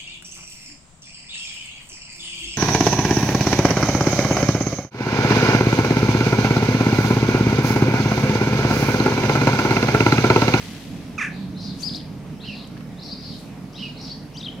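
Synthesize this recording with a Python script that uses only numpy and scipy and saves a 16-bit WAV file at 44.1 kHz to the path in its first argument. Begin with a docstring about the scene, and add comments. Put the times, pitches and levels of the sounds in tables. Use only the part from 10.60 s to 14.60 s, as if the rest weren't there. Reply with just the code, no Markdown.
"""A stone-walled farmyard. A jackdaw calls once and sparrows chirp: each voice is a gliding tone
from the syrinx, filtered by the vocal tract and returned by the walls as echoes and reverberation.
A displaying peacock rustles its train and steps on grit, both heard as bursts of band-limited noise.
Behind them soft wind rumbles over a faint hiss, a low hum and one low swell."""
import sys
import numpy as np
from scipy import signal
from scipy.fft import rfft, irfft, next_fast_len
from scipy.io import wavfile
from scipy.ndimage import uniform_filter1d, map_coordinates

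SR = 44100
rng = np.random.default_rng(int(sys.argv[2]) if len(sys.argv) > 2 else 0)


def materialize(psi):
    """Save the field psi as 16-bit PCM at rate SR to the path in sys.argv[1].

    A 1-D psi becomes a single channel; in a 2-D psi each row is a channel.
    """
    bounded = np.clip(np.atleast_2d(psi).T, -1, 1)
    quanta = np.round(bounded * 32767).astype(np.int16)
    wavfile.write(sys.argv[1], SR, quanta)


N = 176400

# gestures of sparrow song: (t/s from onset, f/Hz before the pitch ratio, level/dB, roughness 0-1)
CHIRP = [(0, 4810, -9, 0.693), (.07, 4585, -6, 0.512), (0.148, 4100, -12, 0.85)]
CHILIP = [(0, 3430, -16, 0.19), (.032, 4146, 1, .13), (0.042, 5500, -6, 0.16), (.05, 4300, -12, 0.16),
          (0.065, 5200, 4, .8), (.12, 3955, -2, 0.596), (.155, 4433, 1.5, 0.67)]
SQUEAL = [(0, 5300, -16, 0.58), (.02, 6000, -4, 0.18), (.032, 6250, -7, .15), (.04, 9060, -3, .4)]
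CHEEP = [(0, 3820, -20, 0.59), (.009, 4640, -2.5, 0.13), (.022, 4610, -5, .15), (.03, 4980, -6.5, 0.18),
         (0.051, 4880, -1, .09), (.064, 4420, -6.5, 0.59), (.076, 3560, -19, 0.7)]
CHIP = [(0, 3520, -17, 0.89), (0.018, 4220, -3, .2), (.022, 4330, -10, 0.56), (.029, 5600, -1, .35),
        (.038, 3500, -8, 1)]
PIP = [(0, 4436, -16, 0.16), (.018, 4490, -0.5, 0.047), (0.032, 5000, -8.5, .08)]
TWITTER = [(0, 2873, -21, .2), (.025, 3150, -11.5, 0.16), (0.03, 4620, -7.5, 0.14), (.044, 4950, -7.5, .2),
           (.05, 5870, -12, 0.38), (0.055, 3950, -16, 0.22), (.068, 3810, -5, .12), (.076, 2210, -26, 0.73),
           (.085, 3550, -7, 0.17), (.111, 4000, -7, .25), (.117, 3300, -3, .08), (.128, 3126, -2.5, 0.055),
           (0.132, 2020, -27, .6), (.139, 3200, -1, .06), (.149, 3000, -1, .11)]
# a churr: a high rising note turning raspy, overlapped by a lower arching note
CHURR_HIGH = [(0, 2830, -14, 0.28), (.02, 3805, -3, .18), (.046, 4204, -5.5, 0.18), (.062, 4800, -7.5, .85),
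              (.15, 4110, -11.5, 0.65)]
CHURR_LOW = [(0, 2610, -11, 0.36), (.034, 3108, -6.5, 0.18), (.06, 2760, 1.5, .25),
             (0.116, 2326, -13, 0.17)]


def jackdaw(start_s=0.579, direct_db=-23, reverb_db=-27.5):
    """Source and filter: throat resonances shape one raspy, falling call, which two walls reflect."""
    # gesture of the call: (t/s from onset, f/Hz before the pitch ratio, level/dB, roughness 0-1)
    chak = [(0, 1402, -3, 0.04), (.011, 1216, 1, 0.06), (.021, 1106, -3, 0.21), (.028, 959, -8.5, 0.23),
            (.042, 870, -4.5, .22), (.066, 735, -20.5, 0.44)]
    # response of the throat: (f/Hz, gain/dB)
    throat = [(850, -26.5), (1250, -10.5), (1700, 1), (2550, -5), (3100, -22), (4300, -32.5), (6400, -19.5),
              (7600, -30), (9800, -31.5), (15000, -59)]
    # wall reflections: (delay/s, level/dB, left-right/dB)
    walls = [(0.0284, 0.5, -2), (.054, -7, 2)]
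    call = syrinx(start_s, chak, throat, 0.98, harmonics=5, flutter_hz=1190, jitter=0.23, rasp_db=20)
    echoes = sum(amp(db) * pan(side_db) * delayed(call, lag) for lag, db, side_db in walls)
    return amp(direct_db) * (pan(-6) * call + echoes) + amp(reverb_db) * yard(call)


def sparrows():
    """Multipath propagation: each chirp arrives directly, off two walls and as reverberation."""
    # syllables: (t/s, gesture, pitch ratio, direct level/dB, reverberant level/dB, left-right/dB)
    syllables = [(0.679, CHIRP, 0.9, -67, -43.5, 4), (0.946, CHILIP, 1.028, -45.5, -42, 1),
                 (1.194, SQUEAL, 1.06, -39.5, -41, 17), (1.225, CHEEP, 1.004, -26, -32, 9.5),
                 (1.271, CHIRP, 0.93, -37.5, -48, 5), (1.333, CHIP, 1.03, -29, -43, 8),
                 (1.795, CHURR_HIGH, 1.037, -44, -40.5, 5), (1.835, CHURR_LOW, 1.015, -38, -46, -4),
                 (1.911, CHIRP, 0.92, -38, -44, 3), (2.367, CHILIP, 1.0, -45.5, -43, 1),
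                 (2.51, PIP, 1.05, -33, -39, 7), (2.591, CHIRP, 1.01, -39.5, -35.5, 7),
                 (3.125, CHIRP, 1.11, -44, -44, 9), (3.141, CHURR_HIGH, 0.99, -41.5, -42, 4),
                 (3.178, CHURR_LOW, 1.023, -36, -43.5, -4), (3.348, CHILIP, 1.057, -44, -41.5, 0),
                 (3.501, PIP, 1, -32, -42, 3), (3.735, SQUEAL, 0.99, -40, -41, 3),
                 (3.745, TWITTER, 1.002, -31, -41.5, 4)]
    # response of the beak: (f/Hz, gain/dB)
    beak = [(2200, -1.5), (2800, 2.5), (5000, -0.5), (6100, -4), (6700, -7), (15000, -22)]
    # wall reflections: (delay/s, level/dB)
    walls = [(.025, -18), (.056, -19)]
    out = np.zeros((2, N))
    for start, shape, ratio, direct_db, reverb_db, side_db in syllables:
        call = syrinx(start, shape, beak, ratio, harmonics=1, flutter_hz=703, jitter=0.1626, rasp_db=-6.5)
        echoes = sum(amp(db) * delayed(call, lag) for lag, db in walls)
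        out += amp(direct_db) * (pan(side_db) * call + echoes) + amp(reverb_db) * pan(1) * yard(call)
    return out


def syrinx(start, gesture, tract, ratio, harmonics, flutter_hz, jitter, rasp_db):
    """Source-filter model: a randomly modulated gliding tone and a rasp pass through a fixed tract."""
    times, *columns = np.transpose(gesture)
    t = np.arange(int(times[-1] * SR)) / SR
    hz, db, rough = [np.interp(t, times, column) for column in columns]
    knots = rng.standard_normal((2, 2000))
    shake, tremor = [map_coordinates(row, [t * flutter_hz], mode="mirror") for row in knots]
    pitch = ratio * uniform_filter1d(hz, size=100) * (1 + jitter * rough * shake)
    phase = 2 * np.pi * np.cumsum(pitch) / SR
    tone = sum((k * pitch < SR / 2) * np.sin(k * phase) for k in range(1, harmonics + 1))
    rasp = amp(rasp_db) * rough * np.diff(rng.standard_normal(SR))[:len(t)]  # differencing brightens it
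    flutter = (1 + rough * tremor) / np.hypot(1, rough)
    envelope = amp(db) * flutter * signal.windows.tukey(len(t), 0.06)
    call = np.sqrt(2) * (tone + rasp) * envelope
    placed = np.pad(call, (int(start * SR), N))[:N]
    return filtered(placed, lambda f: amp(along(tract, f)))


def peacock(grain_db=2, tick_decay_s=0.0045):
    """Friction and impact: the train rustles in grainy swells of noise, and grit ticks underfoot."""
    # feather rustles: (t/s of the peak, rise/s, fall/s, level/dB, centre f/Hz)
    rustles = [(.01, 0.058, 0.33, -40, 2730), (.012, .03, 0.33, -49, 12000),
               (1.222, 0.03, 0.047, -40, 4800), (1.371, 0.054, 0.017, -47.5, 4850),
               (2.8, 0.06, 0.078, -51, 7000)]
    # steps on grit: (t/s, level/dB, centre f/Hz)
    steps = [(2.073, -47, 7000), (2.169, -38, 1200), (2.176, -42.5, 2360), (2.208, -39.5, 1710)]
    t = np.arange(N) / SR
    out = np.zeros((2, N))
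    for peak, rise, fall, db, hz in rustles:
        quills = unit(amp(grain_db * wobble(400)) * band(hz, octaves=0.92))
        envelope = np.exp(-np.maximum((peak - t) / rise, (t - peak) / fall))
        out += amp(db) * pan(1.5) * quills * envelope
    for start, db, hz in steps:
        envelope = (t >= start) * np.exp(-np.abs(t - start) / tick_decay_s)
        out += amp(db) * band(hz, octaves=0.74) * envelope
    return out


def yard(x, gap_s=0.0087, build_s=0.0059, width_db=-3):
    """Diffuse reflection: sound scattered by rough stone builds up after a gap, then decays by band."""
    # reverberation time: (f/Hz, T60/s)
    t60 = [(500, 0.48), (2000, 0.43), (5000, 0.45), (12000, 0.23)]
    hz, t, noise = signal.stft(rng.standard_normal((2, SR * 2 // 3)), SR, nperseg=256)
    build = 1 - np.exp(-np.maximum(t - gap_s, 0) / build_s)
    decay = amp(-60 * t / along(t60, hz)[:, None])
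    mid, side = signal.istft(noise * build * decay, SR, nperseg=256)[1]
    tail = mid + amp(width_db) * np.array([side, -side])
    return signal.fftconvolve(x[None], tail / np.linalg.norm(tail[0]), axes=1)[:, :N]


def wind():
    """Amplitude modulation: the wind's low rumble slowly rises and falls."""
    # strength of the wind: (t/s, level/dB)
    strength = [(0, -36.5), (1.1, -34), (2.1, -36), (3.0, -37), (3.3, -36), (3.6, -38), (3.85, -37.5)]
    # spectrum of the rumble: (f/Hz, level/dB)
    rumble = [(30, -29), (60, -17.5), (80, -8.5), (118, -5.5), (158, 1.5), (200, -1.5), (285, -3.5),
              (350, -16), (520, -26), (900, -77)]
    t = np.arange(N) / SR
    return amp(np.interp(t, *np.transpose(strength))) * rush(rumble, patchy_db=1.5)


def hum(waver_rad=0.67):
    """Phase modulation: two faint sustained tones and one low swell waver at random."""
    # sustained tones: (f/Hz, level/dB)
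    tones = [(48.5, -53.5), (438, -58.5)]
    # course of the swell: (t/s, f/Hz, level/dB)
    swell = [(.72, 199, -43), (.8, 194.7, -25.5), (0.919, 173.3, -33), (1.02, 191.5, -32),
             (1.149, 194.4, -37)]
    t = np.arange(N) / SR
    drone = sum(amp(db) * np.sin(2 * np.pi * hz * t + waver_rad * wobble(4.06)) for hz, db in tones)
    times, hz, db = np.transpose(swell)
    envelope = amp(np.interp(t, times, db)) * (t > times[0]) * (t < times[-1])
    phase = 2 * np.pi * np.cumsum(np.interp(t, times, hz)) / SR
    return np.sqrt(2) * drone + envelope * np.sin(phase + waver_rad * wobble(25.44))


def air(level_db=-46.5):
    """Ambient noise: the faint broadband hiss of the open air."""
    # spectrum of the hiss: (f/Hz, level/dB)
    hiss = [(250, -9), (420, 0.5), (700, -1), (1500, -10.5), (2400, -11), (3700, -17), (5300, -17.5),
            (7500, -24.5), (15500, -26)]
    return amp(level_db) * rush(hiss, patchy_db=1.5)


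def rush(spectrum, patchy_db):
    """Partial coherence: stereo noise of rms 1 with patches of random gain, near mono in the bass."""
    # likeness of left and right: (f/Hz, correlation)
    coherence = [(50, 0.74), (200, 1), (1500, 0.54), (4000, 0.22), (9000, 0)]

    def mid_side_gains(hz):
        angle = np.arccos(np.clip(along(coherence, hz), -1, 1)) / 2
        return amp(along(spectrum, hz)) * [np.cos(angle), np.sin(angle)]

    noise = signal.stft(rng.standard_normal((2, N)), nperseg=512)[2]
    patches = uniform_filter1d(rng.standard_normal(noise.shape[1:]), 6, axis=0)  # smooth in frequency
    patches = uniform_filter1d(patches, 14, axis=1)  # and in time
    pair = signal.istft(noise * amp(patchy_db * unit(patches)), nperseg=512)[1][:, :N]
    mid, side = filtered(pair, mid_side_gains)
    return unit(np.array([mid + side, mid - side]))


def band(centre_hz, octaves):
    """Band-limited stereo noise of rms 1, Gaussian in log frequency."""
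    hz = np.geomspace(50, SR / 2, 40)
    db = -10 / np.log(10) * (np.log2(hz / centre_hz) / octaves) ** 2
    return rush(np.transpose([hz, db]), patchy_db=0)


def wobble(rate_hz):
    """Smooth modulation: a spline through rate_hz random knots a second."""
    knots = rng.standard_normal(int(N * rate_hz / SR) + 4)
    return map_coordinates(knots, [np.arange(N) * rate_hz / SR])


def filtered(x, response):
    """Linear filtering: the spectrum of x times a frequency response."""
    size = next_fast_len(N + SR // 2)
    return irfft(rfft(x, size) * response(np.fft.rfftfreq(size, 1 / SR)), size)[..., :N]


def delayed(x, lag_s):
    """Propagation delay: x arrives lag_s later."""
    return np.pad(x, (int(lag_s * SR), 0))[:N]


def along(points, hz):
    """Interpolation of (f/Hz, value) points on a log frequency axis."""
    f, values = np.transpose(points)
    return np.interp(np.log(hz + 1), np.log(f + 1), values)


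def pan(db):
    """Intensity panning: gains for a left-right level difference."""
    return amp([[db / 2], [-db / 2]])


def amp(db):
    """Decibels to amplitude ratio."""
    return 10 ** (np.asarray(db) / 20)


def unit(x):
    """Normalisation to rms 1."""
    return x / np.sqrt(np.mean(x ** 2) + 1e-20)


def scene():
    """Superposition: the birds add to a background that lies slightly to the right."""
    return sparrows() + jackdaw() + peacock() + pan(-2.5) * (wind() + hum()) + pan(-1) * air()


def record(dry, rolloff_hz=13500, limit_hz=15800):
    """Low-pass filtering: the microphone softens the top octave; nothing passes above the band limit."""
    return filtered(dry, lambda hz: (hz < limit_hz) / np.hypot(1, (hz / rolloff_hz) ** 6))


dry = scene()
out = record(dry)
materialize(out)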